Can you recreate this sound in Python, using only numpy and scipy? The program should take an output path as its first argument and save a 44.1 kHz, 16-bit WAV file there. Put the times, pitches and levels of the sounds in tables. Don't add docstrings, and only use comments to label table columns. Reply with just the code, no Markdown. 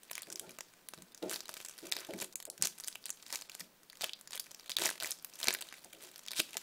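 import sys
import numpy as np
from scipy import signal
from scipy.fft import rfft, irfft
from scipy.io import wavfile
from scipy.ndimage import uniform_filter1d, minimum_filter1d

SR = 44100
rng = np.random.default_rng(int(sys.argv[2]) if len(sys.argv) > 2 else 0)


def volts(x):
    e = np.asarray(x, float) / 20
    return 10 ** e


def persist_wave(psi):
    counts = np.round(np.clip(psi, -1, 1) * 32767).astype(np.int16)
    wavfile.write(sys.argv[1], SR, np.atleast_2d(counts).T)


N = 291942

# start_s, peak_db, ring_hz, slack_db
PICKING_SNAPS = [(0.1113, -20.5, 10000, -15.5), (0.152, -24, 6500, -41), (0.178, -23.5, 2110, -30.5),
                 (0.2189, -26, 8350, -31), (0.3242, -26, 7400, -39), (0.3563, -24.5, 5440, -53),
                 (0.3941, -20.5, 8400, -53), (0.5854, -24, 5770, -13), (0.606, -22, 5500, -13),
                 (0.8855, -23, 9550, -31), (0.9348, -27, 2850, -7), (1.225, -31.5, 2970, -25),
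                 (1.294, -21.5, 6350, -44), (1.3112, -19, 8800, -14), (1.3308, -23.5, 9100, -25),
                 (1.3347, -24, 5400, -14), (1.3403, -20, 4370, -29), (1.3582, -22, 4200, -35),
                 (1.404, -25.5, 5140, -26), (1.4909, -20.5, 5700, -14), (1.539, -24, 6340, -30),
                 (1.5663, -28, 1850, 4), (1.601, -27.5, 3150, -12), (1.7854, -30.5, 4300, -20),
                 (1.9153, -21.5, 7760, -34), (1.921, -10.5, 4200, -32), (1.9646, -18.5, 4240, -20)]
# start_s, peak_db, ring_hz, slack_db
TEARING_SNAPS = [(2.1349, -28, 2100, -24), (2.2124, -22.5, 7100, -26), (2.2242, -25.5, 9100, -28),
                 (2.242, -27.5, 7900, -34), (2.355, -20, 7350, -73), (2.4514, -24.5, 7800, -46),
                 (2.499, -22.5, 9050, -72), (2.6219, -8.5, 6900, -40), (2.635, -19, 4830, -52),
                 (2.6476, -20, 5900, -33), (2.6543, -15, 6230, -24), (2.67, -14.5, 6900, -34),
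                 (2.8738, -24.5, 7940, -55), (2.8811, -18.5, 8250, -29), (2.9538, -23.5, 2680, -18),
                 (3.055, -21, 8100, -64), (3.0923, -23, 7900, -10), (3.102, -20, 7500, -61),
                 (3.325, -20.5, 5400, -35), (3.3463, -22, 6460, -17), (3.3556, -17.5, 6500, -36),
                 (3.495, -29.5, 2760, -23), (3.5488, -25, 7600, -22), (3.6047, -22.5, 5740, -37)]
# start_s, peak_db, ring_hz, slack_db
PUSHING_SNAPS = [(4.0084, -20.5, 4470, -13), (4.0138, -23, 4080, -18), (4.0197, -21.5, 3520, -40),
                 (4.0409, -11.5, 3200, -21.5), (4.0924, -25.5, 3000, -54), (4.1324, -24, 3730, -73),
                 (4.1125, -52, 3300, -54), (4.3061, -28, 5900, -18), (4.3193, -28, 3730, -40),
                 (4.3306, -24, 3380, -22), (4.3537, -22, 11000, -24), (4.362, -27, 8250, -41),
                 (4.3948, -23.5, 4100, -69), (4.397, -17.5, 10600, -61), (4.6938, -22, 2960, -25),
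                 (4.701, -21.5, 4940, -25), (4.7158, -20.5, 3550, -65), (4.7659, -11, 3860, -36),
                 (4.7841, -16.5, 1760, -23), (4.7949, -19, 7290, -28), (4.8187, -15, 4000, -8),
                 (4.835, -16, 7040, -16), (4.852, -16, 7000, -17), (4.8558, -10, 6100, -27),
                 (4.8898, -18.5, 1790, -23), (4.9008, -21, 7840, -33), (4.9096, -23.5, 1670, -3)]
# start_s, peak_db, ring_hz, slack_db
PEELING_SNAPS = [(5, -22, 3470, -29), (5.007, -25.5, 3300, -22), (5.023, -22, 1560, -28),
                 (5.0317, -19, 8800, -24), (5.044, -19.5, 2030, -28), (5.057, -23, 4730, -14),
                 (5.067, -26, 6000, -32), (5.106, -19.5, 9100, -45), (5.1151, -19, 6040, -64),
                 (5.245, -19, 12400, -26.5), (5.4284, -17.5, 3850, -39), (5.441, -16, 7800, -18),
                 (5.47, -14, 4910, -17), (5.4823, -4.5, 4600, -16.5), (5.5048, -15, 1840, -20),
                 (5.5262, -20.5, 6450, -20), (5.5374, -15.5, 11300, -28), (5.547, -17.5, 1860, -23),
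                 (5.6077, -25, 9600, -26), (5.612, -22, 7900, -18), (5.724, -25.5, 1900, -13),
                 (5.93, -28, 2900, -47), (6.282, -22, 3240, -62), (6.315, -19.5, 4000, -64),
                 (6.3995, -11.5, 2670, -21), (6.568, -14.5, 5700, -26)]

# start_s, peak_db, ring_hz
SMALL_TICKS = [(0.0313, -37, 8300), (0.0965, -37.5, 2250), (0.1299, -29, 5300), (0.3001, -27, 5950),
               (0.492, -34.5, 2300), (0.506, -37, 6000), (0.7355, -43.5, 1680), (1.02, -34, 6850),
               (1.1454, -35, 6500), (1.175, -35, 5330), (1.48, -31, 5440), (1.612, -32, 7600),
               (1.647, -27.5, 7440), (1.659, -30.5, 6950), (1.6836, -27.5, 5800), (1.694, -31, 5700),
               (1.867, -32.5, 6230), (0.373, -42, 4000), (0.5149, -39.5, 4400), (1.1186, -46, 4000),
               (1.5283, -40, 5000), (2.3246, -38.5, 6000), (2.106, -35, 2410), (2.187, -34, 6600),
               (2.4004, -26.5, 4050), (2.577, -34.5, 6360), (2.7833, -30, 8060),
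               (2.7984, -28, 6500), (2.805, -30.5, 8850), (2.8317, -44, 5030), (2.836, -28.5, 4360),
                (3.5158, -36, 4000), (4.4401, -39, 5800), (4.6767, -39, 3500), (2.843, -28.5, 5800),
                (2.9253, -32.5, 4200), (3.039, -35.5, 4520), (3.125, -36, 5800), (3.2244, -36, 3840),
                (3.263, -31.5, 4500), (3.37, -34, 6500), (3.4193, -28.5, 4430), (3.8978, -33.5, 4460),
                (3.9527, -39, 2590), (4.0348, -25, 4000), (4.21, -33, 8750), (4.273, -33, 6200),
                (4.375, -24, 3880), (4.459, -37, 5160), (4.5132, -29, 5360), (4.5448, -28.5, 5100),
                (4.595, -32.5, 5100), (4.659, -34, 3900),
               (5.1023, -32, 4000), (5.3355, -35, 5740), (5.3537, -33, 5530), (5.389, -32, 9100),
              (5.4, -26.5, 6000), (5.412, -27.5, 2940), (5.4907, -23, 2970), (5.586, -32, 3130),
              (5.621, -28, 3160), (5.6864, -33, 3560), (5.7385, -34.5, 1980), (5.4827, -11.5, 2130),
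              (5.844, -33, 8650), (6.023, -36, 8400), (6.036, -29.5, 6200), (6.2326, -53, 2770),
              (6.5408, -32, 2690), (6.158, -29.5, 5060), (6.178, -37, 9000), (6.1909, -31.5, 5370),
              (6.2618, -31.5, 6000), (6.3064, -26, 4160), (6.53, -32, 2940)]
# start_s, peak_db, ring_hz
FAINT_TICKS = [(0.108, -35, 6800), (0.1698, -46, 9100), (0.19, -34, 4400), (0.2686, -42.5, 2180),
               (0.317, -32.5, 7000), (2.0315, -43, 4000), (0.942, -36, 7000), (0.975, -41, 4150),
               (0.985, -42, 4340), (1.4543, -36, 4000), (1.5121, -39, 9000), (1.5172, -47, 4300),
               (1.574, -33, 7800), (1.71, -38, 6500), (1.724, -44, 5870), (1.778, -31.5, 9200),
               (1.8263, -42, 3880), (1.8526, -42, 4100), (1.9353, -30, 4400), (1.9536, -31, 6200),
               (1.986, -29, 4600), (1.9947, -32, 4700), (2.047, -30.5, 3550), (2.067, -39, 8000),
               (2.1783, -38, 8800), (2.2, -24, 5700),
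               (2.332, -41, 7300), (2.4242, -32, 6700), (2.466, -40, 4100), (2.5123, -43, 9000),
                      (2.6114, -33.5, 5550), (2.631, -30, 5460), (2.7786, -39, 2390), (2.87, -34, 4800),
                      (2.949, -39.5, 6800), (3.062, -27, 4850), (3.1706, -41, 3600), (3.302, -33, 2400),
                      (3.3879, -35, 5140), (3.4104, -28, 5850), (3.608, -31.5, 1970), (3.544, -37.5, 4270),
                      (3.5947, -29, 7950), (3.6022, -28, 4000), (3.831, -43, 5560), (3.922, -47, 5300),
                      (3.9285, -39, 1910), (3.97, -34.5, 4630), (3.994, -45, 6500), (4.056, -35, 3500),
                      (4.141, -44, 3400), (4.1885, -45, 3720), (4.1957, -45, 12600), (4.4028, -29, 5160),
                      (4.464, -40, 2000),
               (4.508, -40, 3300), (4.6067, -39, 4000), (4.631, -45, 3800), (4.642, -45, 1890),
                    (4.708, -29, 6200), (4.726, -37, 4800), (4.7352, -41, 4500), (4.801, -27, 2000),
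                    (4.8737, -29, 5400), (4.887, -24, 4500), (4.954, -36.5, 2090), (4.977, -36.5, 2000),
                    (5.0176, -31, 2000), (5.0379, -29, 4700), (5.0636, -27, 5060), (5.121, -24, 7340),
                    (5.176, -46, 6300), (5.186, -40, 6300), (5.195, -43, 4600), (5.223, -37, 12200),
                    (5.296, -39.5, 6030), (5.326, -46, 2770), (5.3863, -36, 7800), (5.4353, -26, 4000),
                    (5.4537, -25, 2170), (5.4755, -30, 1730), (5.8298, -47, 12200), (5.927, -39, 2900),
                    (5.947, -42, 2800), (6.0439, -45, 7900), (6.0667, -43, 7500), (6.1135, -38, 7250),
                    (6.252, -41, 3280), (6.2737, -32, 4000), (6.321, -33, 7900), (6.3316, -26, 2300),
                    (6.345, -39, 3600), (6.3566, -33, 4800), (6.4157, -28, 8100), (6.5523, -37, 1790),
                    (6.5762, -25, 12500)]
# start_s, peak_db, ring_hz
PACKED_TICKS = [(0.2296, -34.5, 3900), (.3293, -31, 9200), (1.3053, -25.5, 9000), (1.3207, -30, 7100),
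                (1.325, -26.5, 1620), (1.3504, -47, 5300), (1.39, -39, 5800), (1.498, -37, 6000),
                (1.5698, -31, 5800), (1.6498, -30.5, 5400), (1.925, -36, 3800), (1.9305, -26, 8000),
                (1.9771, -34, 4300), (2, -33, 9100), (2.004, -30, 7650), (2.209, -28, 8800),
                (2.244, -28, 8100), (2.6235, -17, 7200), (2.6314, -30, 7700), (2.643, -35, 7700),
                (2.6516, -16, 6100), (3.0828, -33, 8200), (3.335, -36, 5000), (3.3401, -39, 5700),
                (4.018, -23, 5200), (4.0233, -35, 3400), (4.3355, -33, 1800), (4.368, -36, 2200),
                (4.776, -30.5, 3000), (4.806, -26, 8100), (4.8112, -30, 3500), (4.815, -19, 3900),
                (4.8304, -27, 3100), (4.838, -22, 2360), (4.843, -40, 2700), (4.8613, -19, 2080),
                (4.8634, -21, 1800), (4.8683, -19.5, 9500), (4.924, -35, 2500), (5.0501, -37, 5850),
                (5.053, -35, 2000), (5.072, -23, 12500), (5.4235, -36, 5900), (5.462, -30, 1600),
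                (5.494, -29, 2480), (5.497, -33, 4700), (5.534, -27, 1900), (6.018, -40, 8000),
                (6.03, -38, 9200), (6.385, -22, 4200), (6.387, -26, 4000)]

# peak_s, level_db, rise_s, fall_s
TUGS = [(.17, -45.5, 0.12, 0.13), (.41, -57.5, 1, 1), (.92, -69, 0.045, 1), (1.332, -34, 0.045, 0.06),
        (1.6, -51, 0.47, 0.11), (1.949, -48, 0.73, 0.33), (2.219, -36.5, 0.057, 0.041),
        (2.641, -35.5, 0.031, 0.069), (2.89, -52, 0.29, 0.17), (3.08, -51.5, 0.13, 0.093),
        (3.339, -40, 0.13, 0.076), (3.61, -54, 0.61, 0.082), (4.029, -38.5, 0.042, 0.089),
        (4.349, -41.5, 0.043, 0.026), (4.67, -58.5, 1, 0.15), (4.85, -31, 0.08, 0.1),
        (5.053, -37.5, 0.076, 0.095), (5.469, -40, 0.16, 0.16), (5.8, -52, 1, 0.19),
        (6.03, -49.5, 0.13, 0.2), (6.38, -55, 0.31, 0.15), (6.6, -51.5, 1, .3)]
# time_s, ring_hz
AIR_POCKET = [
    (0, 4000),
    (2.75, 5300),
    (3.85, 4180),
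]
# time_s, level_db
EDGE_SLIDE = [
    (6.325, -77.5),
    (6.365, -41.5),
    (6.39, -37.5),
    (6.402, -25.5),
    (6.408, -43),
    (6.45, -85),
]
# time_s, level_db
FINGER_BRUSH = [
    (1.9, -78),
    (2.02, -53),
    (2.14, -80),
]

# start_s, peak_db, brightness_hz, drag_s
BUMPS = [(5.41, -56, 700, 0.058), (5.56, -49, 704, .05), (6.029, -50, 358, 0.031), (6.31, -52.5, 590, 0.06),
         (0.43, -40.5, 1110, 0.05), (0.272, -47, 385, 0.08), (0.329, -46.5, 310, 0.023),
         (0.408, -45.5, 410, 0.096), (0.469, -44.5, 246, 0.028), (0.975, -46.5, 188, 0.038),
         (1.223, -27, 402, 0.045), (1.487, -47.5, 653, 0.039), (1.829, -39.5, 343, 0.044),
         (1.958, -45.5, 463, 0.075), (2.09, -30, 430, 0.017), (2.13, -35.5, 300, 0.051),
         (2.219, -34.5, 298, 0.0071), (2.473, -43, 570, 0.042), (2.595, -44.5, 171, 0.059),
         (3.602, -51, 220, 0.053), (4.349, -46, 549, 0.0083), (5.851, -44.5, 610, 0.016),
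         (5.931, -50, 457, 0.07)]
# start_s, peak_db, brightness_hz, drag_s
JOLTS = [
    (4.034, -24.5, 764, 0.0038),
    (4.79, -38.5, 356, 0.057),
    (4.854, -23.5, 835, 0.0078),
    (5.017, -40.5, 650, 0.045),
    (5.479, -20, 700, 0.0056),
    (6.394, -28.5, 354, 0.0074),
    (6.553, -33, 800, 0.0083),
]
# ring_hz, level_db, decay_60db_s
TABLE_MODES = [(188, -1.5, 0.1), (230.4, -8.5, 0.16), (333, 4, 0.046), (369.5, -5, 0.23), (415, 1.5, 0.059),
               (476.5, -0.5, 0.088), (549, -1.5, 0.084), (637, 3, 0.09), (732, 11, 0.015),
               (888, 0.5, 0.044), (1400, -3, 0.06)]
# centre_hz, decay_60db_s, level_db
ROOM_BANDS = [
    (310, 0.59, -16),
    (1260, 0.019, 0),
    (4000, 0.26, -12),
    (11000, 0.2, -11.5),
]
# pitch_hz, density_db
HISS_COLOUR = [
    (22, 3.5),
    (70, -16),
    (180, -2),
    (450, -1.5),
    (1200, -7.5),
    (4000, -11),
    (11000, -16),
    (16000, -10),
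]


def wrapper():
    ticks = SMALL_TICKS
    ticks = ticks + FAINT_TICKS + PACKED_TICKS
    ticks = [tuple(row) + (-27,) for row in ticks]
    snaps = PICKING_SNAPS + TEARING_SNAPS + PUSHING_SNAPS + PEELING_SNAPS
    start_s, peak_db, ring_hz, slack_db = np.transpose(snaps + ticks)
    peak_lag_s = 0.0017
    after_db = -23.5 - 0.22 * (peak_db[:, None] + 23.5)
    big = creases(start_s + peak_lag_s, peak_db - 0.5, ring_hz, slack_db + 10.5,
                  after_db=after_db, after_s=0.0023, neighbour_db=-1.5)

    tiny_per_s, clump_s = 900, 0.007
    draw = rng.random((int(tiny_per_s * N / SR), 4))
    tiny_s = draw[:, 0] * (N - 1) / SR
    clump = draw[(tiny_s / clump_s).astype(int)] - 0.5
    tiny_db = pull(tiny_s) - 3.5 - 3.4 * np.log(1 - 0.96 * draw[:, 1])
    tiny_db = tiny_db + 9.0 * clump[:, 1]
    pocket_hz = np.interp(tiny_s, *np.transpose(AIR_POCKET))
    tiny_hz = pocket_hz * volts(12.5 * (draw[:, 2] - 0.5) + 6.7 * clump[:, 2])
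    tiny_slack_db = -9 + 12 * (draw[:, 3] - 0.5)
    swarm = creases(tiny_s, tiny_db, tiny_hz, tiny_slack_db,
                    after_db=-9.0, after_s=0.003, neighbour_db=-2.5, size=256)
    return big + swarm


def creases(s, db, hz, low_db, after_db, after_s, neighbour_db, size=1024):
    lead = 44
    before_s = 0.0006
    t = (np.arange(size) - lead) / SR
    shake = rng.standard_normal((len(s), size))
    sparse = rng.standard_normal((len(s), size))
    lean = rng.standard_normal((len(s), 4))
    kick = (t == 0) * np.sign(lean[:, 3:])
    spread = np.exp(-np.abs(t) / np.where(t < 0, before_s, after_s))
    rattle_db = after_db + 1.9 * np.clip(lean[:, 2:3], -2, 0.4)
    rattle = volts(rattle_db) * spread * shake * volts(7.22 * np.clip(sparse, -2, 2))

    f = np.arange(size // 2 + 1) * SR / size
    panel_hz, slack_db = hz[:, None], low_db[:, None]
    octaves = np.log2(panel_hz / 4600.0)
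    panel = resonance(f, panel_hz, 0.59 * volts(1.1 * octaves)) ** 2
    bare_snap = volts(-6.5 + 5.7 * octaves + 0.17 * slack_db) * resonance(f, 5250.0, 2.17)
    neighbour_hz = 4730.0 * volts(3.7 * lean[:, :1])
    neighbour = volts(neighbour_db + 2.6 * octaves) * resonance(f, neighbour_hz, 0.43) ** 2
    slack = volts(slack_db + 5.0) * resonance(f, 1350.0, 4.43) ** 2
    sizzle = volts(-18 + 0.13 * slack_db + 2.0 * lean[:, 1:2]) * resonance(f, 7500.0, 0.66)
    colour = panel + bare_snap - neighbour + slack + sizzle

    shapes = irfft(rfft(kick + rattle) * colour) * np.exp(-(t / t[-1] * 2) ** 4)
    shapes = shapes * volts(db[:, None]) / np.abs(shapes).max(axis=1, keepdims=True)
    return lay(np.clip(s + (6 - lead) / SR, 0, None), shapes)


def pull(s):
    peak_s, db, rise_s, fall_s = np.transpose(TUGS)[:, :, None]
    rising = (peak_s - s) / np.maximum(rise_s, 0.01)
    falling = (s - peak_s) / np.maximum(fall_s, 0.01)
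    away = np.where(s < peak_s, rising, falling)
    return 10 * np.log10((volts(db - 20 * away) ** 2).sum(axis=0))


def slide():
    f = np.arange(N // 2 + 1) * SR / N
    unevenness_db = 2.6 * rng.standard_normal(N // 64 + 1).repeat(64)[:N]
    grit = rng.standard_normal(N) * volts(unevenness_db)
    taut_sheet = resonance(f, 3930.0, 0.69) + volts(-7.0) * resonance(f, 7800.0, 0.24)
    edge = irfft(rfft(grit) * taut_sheet, N)
    rub = irfft(rfft(grit) * resonance(f, 1540.0, 1.0) ** 2, N)
    edge = edge / edge.std() * volts(curve(EDGE_SLIDE))
    return edge + rub / rub.std() * volts(curve(FINGER_BRUSH))


def table():
    s, db, bright_hz, drag_s = np.transpose(BUMPS + JOLTS)[:, :, None]
    t = np.arange(8192) / SR
    force = (1 - np.exp(-t / 0.00012)) * np.exp(-t / np.clip(drag_s, 0.003, 0.06))
    f = np.arange(len(t) // 2 + 1) * SR / len(t)
    rough = irfft(rfft(rng.standard_normal(force.shape)) * resonance(f, 0.96 * bright_hz, 0.65))
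    rough_power = ((force * rough) ** 2).sum(axis=1, keepdims=True)
    rough = rough / np.sqrt(rough_power / (force ** 2).sum(axis=1, keepdims=True))
    push = lay(np.clip(s[:, 0] - 0.003, 0, None), force * rough * volts(db - 53.0))

    time = np.arange(SR // 2) / SR
    ring = np.zeros(len(time))
    sign = -1
    for hz, mode_db, t60 in TABLE_MODES:
        ring += sign * volts(mode_db) * np.sin(2 * np.pi * hz * time) * 1000.0 ** (-time / t60)
        sign = -sign

    scuff = irfft(rfft(rng.standard_normal(force.shape)) * resonance(f, 1280.0, 2.8))
    scuffs = lay(s[:, 0], np.sqrt(force) * scuff * volts(db - 21.0))
    return signal.fftconvolve(push, ring)[:N] + scuffs


def room(x):
    t = np.arange(SR // 2) / SR
    f = np.arange(len(t) // 2 + 1) * SR / len(t)
    tail = np.zeros(len(t))
    for hz, t60, db in ROOM_BANDS:
        band = irfft(rfft(rng.standard_normal(len(t))) * resonance(f, hz, 1.0), len(t))
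        tail += volts(db) * band * 1000.0 ** (-t / t60) / np.sqrt(t60 * SR / 14)
    tail = tail * np.clip(t / 0.0042, 0, 1)
    return x + signal.fftconvolve(x, tail)[:N]


def hiss():
    hz, db = np.transpose(HISS_COLOUR)
    f = np.arange(N // 2 + 1) * SR / N
    shape_db = np.interp(np.log(f + 1), np.log(hz), db)
    x = irfft(rfft(rng.standard_normal(N)) * volts(shape_db), N)
    return x * volts(-65.5) / x.std()


def resonance(f, hz, share):
    w = 1j * f / hz
    return share * w / (1 + share * w + w * w)


def curve(points):
    s, level = np.transpose(points)
    return np.interp(np.arange(N) / SR, s, level)


def lay(s, shapes):
    at = (np.asarray(s) * SR).astype(int)[:, None] + np.arange(shapes.shape[1])
    return np.bincount(at.ravel(), shapes.ravel(), N + shapes.shape[1] + SR)[:N]


def scene():
    return (room(wrapper() + slide() + table()) + hiss())[None]


def starve(x, under_db, size=256):
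    f, _, z = signal.stft(x, SR, nperseg=size)
    power = uniform_filter1d(np.abs(z) ** 2, size=7, axis=0)
    power = uniform_filter1d(power, size=2, axis=1)
    band_db = 10 * np.log10(power + 1e-18)
    treble_db = band_db[(f > 1500) & (f < 15000)].max(axis=0)

    block = (np.arange(len(treble_db)) + 1) // 8
    block_starts = np.flatnonzero(np.diff(block, prepend=-1))
    block_db = np.maximum.reduceat(treble_db, block_starts)[block]
    patches = rng.standard_normal((len(f) // 6 + 1, z.shape[1] // 3 + 1))
    patchy_db = 4.4 * patches.repeat(6, axis=0).repeat(3, axis=1)[:len(f), :z.shape[1]]
    bar_db = block_db - under_db + 2.5 * np.log2(f[:, None] / 3700.0 + 0.35) + patchy_db
    keep = (band_db > bar_db) | (f[:, None] < 1500)

    sudden = treble_db - minimum_filter1d(treble_db, size=3) > 14
    steady_top_hz = 15800
    keep = keep & ((f[:, None] < steady_top_hz) | sudden)
    return signal.istft(z * keep, SR, nperseg=size)[1][:N]


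def low_pass(x):
    return signal.sosfilt(signal.butter(12, 16990, fs=SR, output="sos"), x)


def record(dry):
    bass = signal.sosfilt(signal.butter(2, 110, fs=SR, output="sos"), dry)
    x = starve((dry - 1.52 * bass)[0], under_db=28)
    top_cut = signal.ellip(8, 0.2, 70, 16600, fs=SR, output="sos")
    mix = signal.sosfilt(top_cut, x)[None]
    return low_pass(mix)


dry = scene()
out = record(dry)
persist_wave(out)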